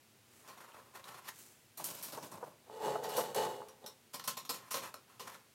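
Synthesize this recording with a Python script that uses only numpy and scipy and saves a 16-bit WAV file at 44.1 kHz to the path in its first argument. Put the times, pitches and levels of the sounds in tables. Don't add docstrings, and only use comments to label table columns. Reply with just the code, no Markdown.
import sys
import numpy as np
from scipy import signal
from scipy.fft import rfft, irfft
from scipy.io import wavfile

SR = 44100
rng = np.random.default_rng(int(sys.argv[2]) if len(sys.argv) > 2 else 0)


def digitize_waveform(pressure):
    field = np.atleast_2d(pressure).T
    bounded = np.clip(field, -1, 1)
    quanta = np.round(bounded * 32767).astype(np.int16)
    wavfile.write(sys.argv[1], SR, quanta)


N = 244314
RING = 2 ** 14
T = np.arange(N) / SR
# f/Hz, bandwidth/Hz, lift/dB
FRAME_MODES = [(1069, 63, 4), (1040, 56, 0.5), (1152, 70, 2.5), (1330, 26, 3.5), (1580, 120, 1),
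               (1860, 83, 1), (2240, 23, -5), (3010, 110, -1), (3290, 16, 0.5), (4220, 67, 5),
               (4800, 20, -9), (5320, 25, 5.5), (5750, 39, 7), (6500, 56, 5.5), (7260, 45, 1),
               (7000, 78, 3)]


def from_db(db):
    return 10 ** (np.asarray(db) / 20)


def unit_energy(x):
    return x / np.sqrt(np.sum(x ** 2) + 1e-20)


def at_hz(points, hz):
    f, value = np.transpose(points)
    return np.interp(np.log(np.maximum(hz, 1)), np.log(f), value)


def band(x, low_hz, high_hz, order=4):
    sections = signal.butter(order, [low_hz, min(high_hz, SR / 2 - 1)], "band", fs=SR, output="sos")
    return signal.sosfilt(sections, x + 1e-18)


def resonate(x, hz, width_hz):
    r = np.exp(-np.pi * width_hz / SR)
    feedback = [1, -2 * r * np.cos(2 * np.pi * hz / SR), r * r]
    return signal.lfilter(np.array([1, 0, -1]) * (1 - r * r) / 2, feedback, x + 1e-18)


def body(spectrum, modes=()):
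    cepstrum = irfft(np.log(from_db(at_hz(spectrum, np.fft.rfftfreq(RING, 1 / SR)))))
    cepstrum[1:RING // 2] *= 2
    cepstrum[RING // 2 + 1:] = 0
    tap = irfft(np.exp(rfft(cepstrum)))
    return tap + sum((from_db(db) - 1) * resonate(tap, hz, width) for hz, width, db in modes)


def in_room(x, wet_db, build_s=0.0012):
    # f/Hz, t60/s
    decay_times = [(150, 0.49), (550, 0.22), (1400, 0.18), (4000, 0.23), (14000, 0.14)]
    t, edges = T[:RING], np.geomspace(60, 18000, 9)
    tail = np.zeros(RING)
    for low, high in zip(edges, edges[1:]):
        t60 = at_hz(decay_times, np.sqrt(low * high))
        tail += band(rng.standard_normal(RING), low, high) * from_db(-60 * t / t60)
    diffuse = from_db(wet_db) * unit_energy(tail * (1 - np.exp(-t / build_s)))
    return signal.fftconvolve(x, unit_energy((t == 0) + diffuse))[:N]


def radiate(force, response, low_hz, high_hz):
    return signal.fftconvolve(force, unit_energy(band(response, low_hz, high_hz)))[:N]


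def slips(per_s, spread_db, size=N):
    sizes = from_db(spread_db * np.minimum(rng.exponential(1, size), 4)) * rng.choice([-1, 1], size)
    return unit_energy(sizes * (rng.random(size) < per_s / SR)) * np.sqrt(size)


def stroke_gains(strokes, speed_exponent=1.31, hiss_exponent=1.2):
    body_power, hiss_power = np.zeros(N), np.zeros(N)
    for start, rise, hold, fade, body_db, hiss_db in strokes:
        slowing = from_db(-20 * np.clip((T - start - rise - hold) / fade, 0, 10))
        speed = np.clip((T - start) / rise, 0, 1) ** speed_exponent * slowing
        body_power += (from_db(body_db) * speed) ** 2
        hiss_power += (from_db(hiss_db) * speed ** hiss_exponent) ** 2
    return np.sqrt(body_power), np.sqrt(hiss_power)


def rub(gains, tap, per_s, spread_db, jerk_db, body_db, hiss_db, wet_db, jerks_per_s=90):
    body_gain, hiss_gain = gains
    grip = np.interp(T * jerks_per_s, np.arange(2000), rng.standard_normal(2000))
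    force = unit_energy(slips(per_s, spread_db) * from_db(jerk_db * grip)) * np.sqrt(N)
    response = in_room(tap, wet_db)
    body_sound = radiate(force * body_gain * from_db(body_db), response, 70, 2000)
    hiss = radiate(force * hiss_gain * from_db(hiss_db), response, 2000, 18000)
    return body_sound + hiss


def room_tone(level_db=-66):
    # f/Hz, relative level/dB
    spectrum = [(15, -60), (25, -35.5), (117, 3), (166, -8), (236, -0.5), (285, -8), (384, -4), (476, -8.5),
                (1400, -12.5), (2550, -12), (5730, -16), (10100, -17), (16000, -20.5)]
    noise = irfft(rfft(rng.standard_normal(N)) * from_db(at_hz(spectrum, np.fft.rfftfreq(N, 1 / SR))), N)
    return from_db(level_db) * unit_energy(noise) * np.sqrt(N)


def sleeve_brush():
    # t/s, rise/s, hold/s, fade/s, relative body level/dB, relative hiss level/dB
    swings = [(0.2, 0.18, 0.032, 0.39, -70, -65.5), (1.3, 0.082, 0.018, 0.3, -68, -56)]
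    # f/Hz, relative level/dB
    spectrum = [(60, -19), (130, -1), (300, 5.5), (600, -1), (3500, -5), (5000, -2), (7500, 2.5),
                (11000, -0.5), (16000, -4)]
    return rub(stroke_gains(swings), body(spectrum),
               per_s=15000, spread_db=5.0, jerk_db=1.5, body_db=1, hiss_db=-0.5, wet_db=-15)


def mat_slide():
    # t/s, rise/s, hold/s, fade/s, relative body level/dB, relative hiss level/dB
    slides = [(0.42, 0.056, .015, 0.26, -57.5, -61.5), (0.545, 0.039, 0.013, 0.4, -57, -60),
              (0.725, 0.026, .025, 0.25, -54.5, -60), (0.935, 0.0055, 0.034, 0.15, -55.5, -57),
              (1.0, 0.09, 0.026, 0.18, -52, -52.5), (1.2, 0.093, 0.011, 0.031, -54.5, -48),
              (4.54, .02, 0.017, 0.56, -58, -59.5), (4.75, 0.019, 0.011, 0.033, -54, -41.5),
              (4.81, 0.021, 0.03, 0.068, -48.5, -48.5), (5.06, 0.034, 0.0078, 0.21, -65.5, -66),
              (5.19, 0.095, 0.067, 0.1, -55.5, -55)]
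    # f/Hz, relative level/dB
    spectrum = [(41, -77), (70, -34), (124, -5), (286, -7.5), (336, -5), (566, -2), (779, -1.5), (1070, 3),
                (1200, -2), (2430, -16), (2660, -15.5), (3570, -18), (6160, -21.5), (13000, -20),
                (16000, -31.5)]
    return rub(stroke_gains(slides), body(spectrum, FRAME_MODES),
               per_s=7000, spread_db=2.0, jerk_db=3.5, body_db=-1.5, hiss_db=-2.5, wet_db=-8)


def edge_snaps(t60=0.014):
    # t/s, dry peak level/dB, lower cutoff f/Hz
    snaps = [(0.4765, -45, 600), (1.0425, -45, 3200), (1.8425, -26.5, 5500), (1.9022, -36, 7000),
             (1.9497, -35, 10000), (2.026, -38, 9500), (2.0535, -37, 8500), (3.0372, -38, 5000),
             (3.3467, -30, 2500), (3.3615, -30, 8000), (4.1957, -38, 700), (4.2405, -37, 2000),
             (4.9408, -38, 3000)]
    out = np.zeros(N + RING)
    for start, peak_db, low_hz in snaps:
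        burst = rng.standard_normal(RING) * from_db(-60 * T[:RING] / t60)
        crack = band(burst, low_hz, 15000, order=2)
        i = round(start * SR)
        out[i:i + RING] += from_db(peak_db) * crack / np.abs(crack).max()
    return in_room(out, wet_db=-8)


def frame_clatter(crack=0.58, hard_s=0.00098, reflection=0.26, parts_db=-0.25, gain_db=2):
    # t/s, rise/s, rattle t60/s, relative level/dB, brightness/dB
    contacts = [(0.477, 0.0016, 0.16, -62, -4.5), (1.773, 0.0017, 0.17, -58.5, 8.5),
                (1.841, .001, 0.21, -53.5, 10), (2.027, 0.0012, .17, -55.5, 8.5),
                (2.123, 0.00015, .13, -56.5, 0.5), (2.315, .001, 0.063, -63.5, 3),
                (3.038, .004, .06, -55, -3), (3.087, 0.0087, 0.076, -55.5, 1),
                (3.162, 0.0057, 0.21, -49, 5.5), (3.345, 0.0046, .05, -52, -1),
                (3.684, 0.0015, 0.034, -64.5, -1.5), (3.86, 0.0031, 0.11, -58, 2),
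                (4.131, 0.014, 0.088, -51, 0), (4.196, 0.0018, 0.023, -56, -5),
                (4.24, 0.0024, 0.16, -56.5, 0.5), (4.274, 0.005, 0.068, -42.5, 1.5),
                (4.369, 0.0022, .1, -50.5, 0), (4.45, 0.0011, 0.073, -60, -1),
                (4.492, 0.0031, 0.086, -43.5, -0.5), (4.533, .009, 0.11, -54, 1),
                (4.707, 0.0023, 0.2, -47.5, 2.5), (4.743, 0, 0.17, -43.5, -3), (4.942, 0, 0.014, -57.5, -5),
                (5.194, 0.0045, 0.12, -53.5, -4)]
    # f/Hz, relative level/dB
    spectrum = [(47, -18), (80, -12), (112, -8.5), (248, -4.5), (296, -9), (422, -3), (896, 0), (1050, 5),
                (2080, -13.5), (4230, -10), (6740, -15.5), (9610, -12.5), (10700, -13), (12300, -8.5),
                (16000, -19.5)]
    edges_hz = [90, 2000, 7000, 18000]
    t, forces = T[:RING], np.zeros((3, N + RING))
    for start, rise, t60, db, bright_db in contacts:
        attack = np.minimum((t + 1 / SR) / (rise + 1 / SR), 1)
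        decay = from_db(-60 * np.maximum(t - rise, 0) / t60)
        force = unit_energy(slips(per_s=5000, spread_db=3.0, size=RING) * attack * decay)
        force[0] += crack * np.exp(-rise / hard_s)
        force += reflection * rng.choice([-1, 1]) * np.roll(force, rng.integers(5, 30))
        onset = int((0.025 + rise / 2) * SR)
        force /= np.sqrt(np.mean(force[:onset] ** 2))
        i = round(start * SR)
        forces[:, i:i + RING] += from_db([[db - bright_db], [db + parts_db], [db + bright_db]]) * force
    response = in_room(body(spectrum, FRAME_MODES), wet_db=-2)
    bands = zip(forces, edges_hz, edges_hz[1:])
    return from_db(gain_db) * sum(radiate(force, response, low, high) for force, low, high in bands)


def part_pings(overtone_ratio=2.34, overtone_db=-12, detune=0.06):
    # t/s, dry peak level/dB, f/Hz, t60/s
    flicks = [(0.719, -50.5, 2850, 0.016), (1.042, -37.5, 3750, 0.01), (3.842, -50.5, 3660, 0.019),
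              (3.862, -38.5, 5550, 0.084), (3.864, -42.5, 3920, .09), (4.4923, -29.5, 5140, 0.056)]
    t, out = T[:RING], np.zeros(N + RING)
    for start, peak_db, hz, t60 in flicks:
        cluster_hz = hz * (1 + detune * (np.linspace(-1, 1, 5) + 0.2 * rng.standard_normal(5)))[:, None]
        phase = 2 * np.pi * (cluster_hz * t + rng.random(cluster_hz.shape))
        modes = np.sin(phase) + from_db(overtone_db) * np.sin(overtone_ratio * phase)
        ring = modes.sum(axis=0) * from_db(-60 * t / t60)
        i = round(start * SR)
        out[i:i + RING] += from_db(peak_db) * ring / np.abs(ring).max()
    return in_room(out, wet_db=-7)


def aside_rustle():
    # t/s, rise/s, hold/s, fade/s, relative body level/dB, relative hiss level/dB
    strokes = [(1.768, 0.031, 0.012, 0.16, -51.5, -52.5), (1.835, .01, .24, .13, -59, -52.5),
               (2.11, 0.024, 0.045, 0.094, -51.5, -55), (2.2, .03, 0.014, 0.096, -52, -52.5),
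               (2.3, 0.022, 0.031, .1, -51, -59.5), (2.4, 0.019, 0.036, 0.16, -57.5, -66)]
    # f/Hz, relative level/dB
    spectrum = [(47, -58), (80, -21), (130, -1), (227, -4.5), (369, -2.5), (413, -4), (527, -6), (588, 1),
                (751, -5.5), (980, -1.5), (1860, -21), (12500, -24), (16000, -27)]
    gains = stroke_gains(strokes)
    rustle = rub(gains, body(spectrum),
                 per_s=5200, spread_db=3.5, jerk_db=3.0, body_db=1, hiss_db=-1.0, wet_db=-6.5)
    return rustle + snag_crackle(gains, per_s=340, gain_db=-5.5)


def snag_crackle(gains, per_s, gain_db):
    _, hiss_gain = gains
    pitches = np.linspace(5500, 14000, 12)
    snags = sum(resonate(slips(per_s / len(pitches), spread_db=3.5), hz, width_hz=700) for hz in pitches)
    return in_room(unit_energy(snags) * np.sqrt(N) * from_db(gain_db) * hiss_gain, wet_db=-4)


def cardboard_knocks(unevenness=0.1):
    # t/s, dry peak level/dB, judder length/s, bounce rate/Hz, panel f/Hz
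    knocks = [(1.7984, -37, .005, 800, 950), (2.176, -34, .012, 450, 650), (2.4277, -33, .014, 480, 600),
              (2.6984, -38, .001, 500, 600), (2.882, -25, .001, 500, 700), (2.956, -27, .007, 650, 850),
              (3.1805, -23.5, .016, 500, 550), (3.6186, -34, .001, 500, 1000), (3.843, -45, .009, 200, 220)]
    out = np.zeros(N + RING)
    for start, peak_db, length, per_s, hz in knocks:
        bounces = np.arange(1 + int(length * per_s))
        jitter = np.clip(unevenness * rng.standard_normal(len(bounces)), -0.5, 0.5) * (bounces > 0)
        times = (bounces + jitter) / per_s
        force = np.zeros(RING)
        force[(times * SR).astype(int)] = 1 - 0.3 * bounces / len(bounces)
        thud = band(resonate(force, hz, width_hz=450), 120, 1300)
        i = round(start * SR)
        out[i:i + RING] += from_db(peak_db) * thud / np.abs(thud).max()
    return in_room(out, wet_db=-10)


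def box_scrape():
    # t/s, rise/s, hold/s, fade/s, relative body level/dB, relative hiss level/dB
    pulls = [(2.619, 0.15, 0.036, .1, -49.5, -61), (2.77, 0.074, 0.06, 0.22, -37, -49),
             (3.015, 0.027, .012, 0.1, -38.5, -50), (3.03, 0.14, 0.021, 0.2, -36, -42.5),
             (3.338, 0.026, 0.047, 0.22, -33.5, -42.5), (3.798, .04, 0.013, 0.088, -55, -69)]
    # f/Hz, relative level/dB
    spectrum = [(47, -66), (80, -24), (156, -9), (296, -11), (395, -1.5), (515, 2), (615, -6), (877, -3.5),
                (1170, -14), (1950, -23), (2080, -27), (2900, -28.5), (5050, -29.5), (12500, -32),
                (16000, -38)]
    # f/Hz, bandwidth/Hz, lift/dB
    modes = [(162.5, 5.8, 2.2), (408, 16, 5.8), (522.7, 7.6, 7.4), (582, 11, 6.3), (668, 37, 7.7),
             (735, 13, 1.4), (869, 41, 9.3), (1060, 25, 5.6), (1265, 28, 4.5), (1896, 42, 5.9),
             (2950, 170, 9.6), (3480, 110, 7.4), (3800, 120, 7.4), (4250, 190, 7.6), (4500, 130, 5),
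             (6360, 250, 5.2), (7640, 150, 8.9)]
    gains = stroke_gains(pulls)
    scrape = rub(gains, body(spectrum, modes),
                 per_s=4500, spread_db=3.0, jerk_db=1.5, body_db=0, hiss_db=-1.5, wet_db=-8)
    return scrape + snag_crackle(gains, per_s=870, gain_db=-13.5)


def scene():
    return (room_tone() + sleeve_brush() + mat_slide() + edge_snaps() + frame_clatter() + part_pings()
            + aside_rustle() + cardboard_knocks() + box_scrape())[None]


def record(dry):
    return signal.sosfilt(signal.ellip(10, 0.3, 70, 15900, fs=SR, output="sos"), dry)


dry = scene()
out = record(dry)
digitize_waveform(out)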